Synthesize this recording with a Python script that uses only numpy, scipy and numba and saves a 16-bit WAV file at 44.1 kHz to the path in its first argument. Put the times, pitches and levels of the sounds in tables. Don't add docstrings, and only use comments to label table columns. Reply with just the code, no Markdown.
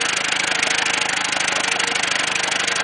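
import sys
import numpy as np
from scipy import signal
from scipy.fft import rfft, irfft
from scipy.io import wavfile
from scipy.ndimage import uniform_filter1d
from numba import njit

SR = 44100
rng = np.random.default_rng(int(sys.argv[2]) if len(sys.argv) > 2 else 0)


def rack_gain(trim_db):
    fader = np.asarray(trim_db, float)
    return 10 ** (fader / 20)


def store_wav(level_fs):
    pcm = np.round(np.clip(np.atleast_2d(level_fs), -1, 1) * 32767)
    wavfile.write(sys.argv[1], SR, pcm.T.astype(np.int16))


N = 124803

# time_s, cycle_rate_hz
CRANK_SPEED = [
    (0, 12.923),
    (.8, 12.983),
    (2.0, 12.555),
    (2.8, 12.333),
]
# place_cycles, rise_cycles, fall_cycles, hiss_db, clatter_db,
# thud_db
LEAK_BURSTS = [
    (0.0, 0.08, 0.054, -3, -4, -32),
    (0.5125, 0.067, 0.076, -7, -5, 18),
    (0.25, 0.2, 0.054, -21, -14.5, 13.5),
]
# frequency_hz, level_db
HISS_SPECTRUM = [(1500, -39), (2500, 2), (3300, -4.5), (4000, -4.5), (4500, -28.5), (5400, -4.5), (6300, 0),
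                 (9900, -9.5)]
# frequency_hz, width_hz, level_db
BLOCK_MODES = [(1780, 270, -5.5), (1930, 210, 0.5), (2187, 220, -2), (2338, 42, 2), (2546, 270, -0.5),
               (2730, 340, 4.5), (2830, 225, 6), (3290, 150, -0.5), (4540, 790, -5)]
# frequency_hz, width_hz, level_db
PANEL_MODES = [(560, 40, -3), (650, 35, -3), (752, 45, 0), (850, 45, -1), (930, 50, -4), (1040, 45, -4),
               (1322, 30, -1), (1445, 50, -1), (1485, 50, 0), (1580, 50, 0), (1640, 50, -1)]
# start_s, level_db, pitch_hz
BEARING_KNOCKS = [(0.0174, -12, 2640), (0.0912, -13, 2430), (0.1316, -10, 2160), (0.1685, -4.5, 2480),
                  (0.2059, -10, 1980), (0.2433, -8, 2280), (0.3227, -5.5, 2820), (0.3601, -17, 2300),
                  (0.3975, -4, 2280), (0.4374, -17, 1930), (0.4743, -9, 2760), (0.5142, -10.5, 2540),
                  (0.5501, -11.5, 1870), (0.5906, -9, 1890), (0.628, 0, 2205), (0.7068, -8.5, 2210),
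                  (0.7447, -7, 2500), (0.7831, -5, 2830), (0.821, -4.5, 1810), (0.8589, -6, 2450),
                  (0.8989, -13, 2370), (0.9368, -5.5, 2270), (1.0146, -7, 2760), (1.0904, -9, 1826),
                  (1.1328, -8.5, 1930), (1.1717, -12, 2160), (1.2072, -20, 2600), (1.2446, -10, 2870),
                  (1.3249, -9, 2490), (1.3658, -16, 1880), (1.4431, -9, 1900), (1.4795, -8, 2100),
                  (1.5584, -13, 1950), (1.6367, -14, 1950), (1.6781, -15, 2090), (1.7155, -8.5, 2320),
                  (1.7579, -12, 2830), (1.7943, -16, 2760), (1.8357, -6, 1940), (1.8736, -8.5, 1930),
                  (1.9145, -8, 2120), (1.955, -5, 2220), (2.0328, -6.5, 2770), (2.0747, -9, 2050),
                  (2.1146, -6, 2400), (2.1555, -6, 1920), (2.1949, -9, 2170), (2.2373, -16, 1760),
                  (2.2742, -14, 2820), (2.3161, -8, 2340), (2.3555, -4.5, 2490), (2.3935, -10, 1810),
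                  (2.4319, -10, 2150), (2.5152, -11, 1850), (2.5576, -11, 2840), (2.5955, -8.5, 1940),
                  (2.6384, -11, 3160), (2.6773, -13, 2240), (2.7167, -8, 1930), (2.7581, -17, 2230)]
# start_s, level_db, pitch_hz
PANEL_BUMPS = [(0.057, -21, 640), (0.132, -26, 750), (0.67, -14, 724), (0.748, -24, 780), (0.827, -14, 946),
               (1.289, -39, 775), (1.366, -15, 680), (1.579, -15.5, 630), (1.679, -15, 917),
               (1.761, -16, 722), (1.835, -14, 902), (2.483, -15, 920)]
# place_cycles, level_db
CYLINDER_FIRINGS = [
    (-.017, 0),
    (.202, -10),
    (.323, -4),
    (.501, 0),
    (.706, -7),
    (.808, -12),
]
# frequency_hz, width_hz, level_db
EXHAUST_MODES = [(113, 18, -1), (112, 76, -3), (190, 22, -3), (284, 40, -10)]
# place_cycles, level_db
PAN_SLAPS = [
    (.503, 2),
    (0.02, -5),
    (.36, -12),
]
# time_s, force_db
MAIN_SLAP_FORCE = [(0, -2.5), (.2, -3), (.4, -4.5), (.52, 2.5), (.7, -4), (.9, -0.5), (1.15, -1),
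                   (1.4, -4.5), (1.6, 2), (1.75, -2), (1.92, 2), (2.05, -1.5), (2.3, -9), (2.55, -2),
                   (2.64, 0), (2.72, -3), (2.83, -2.5)]
# frequency_hz, width_hz, level_db
PAN_MODES = [(287, 175, 1), (363, 50, -11), (564, 31, -4.5), (678, 30, 5), (740, 110, 4), (882, 37, 4.5),
             (1032, 86, -2.5)]
# start_s, end_s, pitch_hz, width_hz, level_db
PANEL_BUZZES = [(0.5, 1.13, 755, 18, -41), (.85, 1.6, 855, 9.8, -37.5), (0.5, .55, 582, 30, -40),
                (1.5, 1.62, 552, 14, -36.5), (2.5, 2.47, 535, 15, -39.5), (2.3, 2.65, 800, 16, -41.5),
                (2, 2.1, 294, 16, -39.5), (2, 2.83, 690, 37, -39), (1, 0.45, 395, 16, -38),
                (3, 2.2, 960, 24, -34.5), (0, 3.3, 1040, 18, -47)]
# time_s, level_db
COVER_SWELLS = [(0, -39), (.2, -46), (.5, -45), (.62, -38), (1.03, -39), (1.13, -48), (1.55, -47),
                (1.7, -36), (1.97, -37), (2.1, -45), (2.45, -41), (2.62, -43), (2.72, -37), (2.83, -36)]
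# frequency_hz, level_db
ROAR_SPECTRUM = [(250, -2.5), (520, -2.5), (800, -7), (1100, -1), (1500, 7), (2600, 2.5), (4000, -6),
                 (9000, -40)]
# frequency_hz, level_db
MUTE_THRESHOLD = [(2500, -54.5), (4000, -48.5), (6000, -39), (10000, -45)]


def level(x, db):
    return x * rack_gain(db) / np.sqrt(np.mean(x ** 2))


@njit
def svf(x, hz, width):
    y, band, low = np.empty(len(x)), 0., 0.
    g, k = np.tan(np.pi * hz / SR), width / hz
    for i in range(len(x)):
        v = (band + g * (x[i] - low)) / (1 + g * (g + k))
        band, low, y[i] = 2 * v - band, low + 2 * g * v, k * v
    return y


def ring(x, modes):
    out = 0
    for k, (hz, width, db) in enumerate(modes):
        out = out + (-1) ** k * rack_gain(db) * svf(x, 1. * hz, 1. * width)
    return out


def colour(x, points):
    hz, db = np.array(points).T
    f = np.fft.rfftfreq(len(x), 1 / SR) + 1
    gain = rack_gain(np.interp(np.log(f), np.log(hz), db, left=-60))
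    return irfft(rfft(x) * gain, len(x))


def walk(rate):
    k = int(SR / rate)
    held = np.repeat(rng.standard_normal(N // k + 1), k)
    return 0.84 * uniform_filter1d(uniform_filter1d(held, k), k)[:N]


def pulses(cycle, table, scatter_db, jitter):
    out, turns = np.zeros(N + 1), np.arange(-1, int(cycle[-1]) + 2)
    for at, db in table:
        chance = rng.standard_normal((len(turns), 2)).T
        i = np.interp(turns + at + jitter * chance[0], cycle, np.arange(N), left=N, right=N)
        np.add.at(out, i.astype(int), -rack_gain(db + scatter_db * chance[1]))
    return out[:N]


def blows(table, t60_s, rise_s):
    out, t = np.zeros(N), np.arange(int(t60_s * SR)) / SR
    for s, db, hz in table:
        tone = np.sin(2 * np.pi * hz * t) + np.sin(2 * np.pi * 1.12 * hz * t) / 2
        envelope = rack_gain(db - 10 - 60 * t / t60_s) * (1 - np.exp(-t / rise_s))
        i = int(s * SR)
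        out[i:i + len(t)] += envelope * tone
    return out


def crank():
    s, hz = np.array(CRANK_SPEED).T
    speed = np.polyval(np.polyfit(s, hz, len(s) - 1), np.arange(N) / SR)
    start_cycle = -.197
    return start_cycle + np.cumsum(speed) / SR


def pressure(cycle, at, rise, fall):
    scatter_db, jitter_cycles = .8, .008
    turn = np.floor(cycle - at + .5).astype(int) + 1
    chance = rng.standard_normal((turn.max() + 1, 2))[turn].T
    u = cycle - at + 1 - turn - jitter_cycles * chance[0]
    shape = np.where(u < 0, np.exp(-(u / rise) ** 2), 1 / np.cosh(u / fall))
    return shape * rack_gain(scatter_db * chance[1])


def leak(cycle):
    clicks_per_s, click_spread_db = 3000, 2.5
    hiss_db, clatter_db, thud_db, panel_hum_db = -25, -26.5, -30.5, 12.5
    shapes = np.array([pressure(cycle, *row[:3]) for row in LEAK_BURSTS])
    hiss, clatter, thud = rack_gain(np.array(LEAK_BURSTS)[:, 3:].T) @ shapes

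    draw = rng.random((3, N))
    strength = rack_gain(-click_spread_db * np.log(draw[2] + 1e-9))
    clicks = level((draw[0] < clicks_per_s / SR) * np.sign(draw[1] - .5) * strength, 0)

    gas = colour(hiss * rng.standard_normal(N), HISS_SPECTRUM)
    shake = (thud + rack_gain(panel_hum_db)) * np.roll(clicks, N // 2)
    shake = signal.sosfilt(signal.butter(2, 490, "high", fs=SR, output="sos"), shake)
    block = level(ring(clatter * clicks, BLOCK_MODES), clatter_db)
    panels = level(ring(shake, PANEL_MODES), thud_db)
    return level(gas, hiss_db) + block + panels


def knocks():
    crack_db, crack_t60_s, crack_hz = -1.5, 0.0062, 3200
    crack, t = np.zeros(N), np.arange(SR // 20) / SR
    noises = rng.standard_normal((len(BEARING_KNOCKS), len(t)))
    for (s, db, _), noise in zip(BEARING_KNOCKS, noises):
        part = crack[int(s * SR):][:len(t)]
        part += (rack_gain(db + crack_db - 60 * t / crack_t60_s) * noise)[:len(part)]
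    crack = svf(crack, 1. * crack_hz, 1.23 * crack_hz)
    bearing = rack_gain(5.5) * blows(BEARING_KNOCKS, 0.026, 0.00023)
    bumps = rack_gain(10) * blows(PANEL_BUMPS, 0.044, 0.0015)
    return crack + bearing + bumps


def exhaust(cycle):
    pipe = ring(pulses(cycle, CYLINDER_FIRINGS, 1.0, .0012), EXHAUST_MODES)
    force = rack_gain(np.interp(np.arange(N) / SR, *np.array(MAIN_SLAP_FORCE).T))
    slaps = force * pulses(cycle, PAN_SLAPS[:1], 1.2, .002)
    slaps = slaps + pulses(cycle, PAN_SLAPS[1:], 1.2, .002)
    pan = ring(svf(slaps, 504.0, 1400.0), PAN_MODES)
    return level(pipe, -39.5) - level(pan, -37)


def buzzes(cycle):
    fade_s, rough_db = .08, -12
    t, out = np.arange(N) / SR, 0
    shake = level(pulses(cycle, CYLINDER_FIRINGS, 1.7, 0.00049), 0)
    shake = shake + rack_gain(rough_db) * rng.standard_normal(N)
    for start, end, hz, width, db in PANEL_BUZZES:
        gate = np.clip(np.minimum(t - start, end - t) / fade_s + .5, 0, 1)
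        out = out + gate * level(svf(shake, 1. * hz, 1. * width), db)
    return out


def cover():
    s, db = np.array(COVER_SWELLS).T
    hz = 466.5 + 3 * walk(20)
    swell = rack_gain(np.interp(np.arange(N) / SR, s, db) - .5 + 2.5 * walk(25))
    return 2 ** .5 * swell * np.sin(2 * np.pi * np.cumsum(hz) / SR)


def roar(cycle):
    dip_db, dip_at_cycles, flicker_db = 3.5, 0.764, 2
    angle = 2 * np.pi * (cycle - dip_at_cycles)
    dip = np.cos(angle) * 0.93 + np.cos(2 * angle)
    db = -dip_db * dip + flicker_db * walk(60) + 0.2 * walk(6.1)
    return level(colour(rack_gain(db) * rng.standard_normal(N), ROAR_SPECTRUM), -25.5)


def shed_echo(car):
    delay_s, echo_db, centre_hz = 0.034, -11.5, 1550
    slap = np.roll(svf(car, 1. * centre_hz, 2. * centre_hz), int(delay_s * SR))
    return rack_gain(echo_db + 0.5) * slap


def scene():
    cycle = crank()
    car = leak(cycle) + knocks() + exhaust(cycle) + buzzes(cycle) + cover() + roar(cycle)
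    return (car + shed_echo(car))[None]


def mute(x):
    band_hz, scatter_db, leak_db = 690, 5, -53.5
    f, _, z = signal.stft(x, SR, "cosine", 384)
    band = (f // band_hz).astype(int)
    first_bins = np.unique(band, return_index=True)[1]
    rms = np.sqrt(np.add.reduceat(abs(z) ** 2, first_bins, axis=-2))
    hz, db = np.array(MUTE_THRESHOLD).T
    edge = np.interp((np.arange(rms.shape[1]) + .5) * band_hz, hz, db, left=-200)[:, None]
    ratio = rms / rack_gain(edge + scatter_db * rng.standard_normal(rms.shape))
    keep = ratio ** 20 / (1 + ratio ** 20) + rack_gain(leak_db)
    return signal.istft(z * keep[:, band], SR, "cosine", 384)[1][:, :N]


def low_pass(x):
    return signal.sosfilt(signal.butter(12, 10860, fs=SR, output="sos"), x)


def record(dry):
    clip_at = 0.66
    x = signal.sosfilt(signal.butter(2, 105, "high", fs=SR, output="sos"), dry)
    x = clip_at * np.tanh(x / clip_at)
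    x = signal.sosfilt(signal.ellip(12, .5, 95, 10000, fs=SR, output="sos"), x)
    mix = mute(x)
    return low_pass(mix)


dry = scene()
out = record(dry)
store_wav(out)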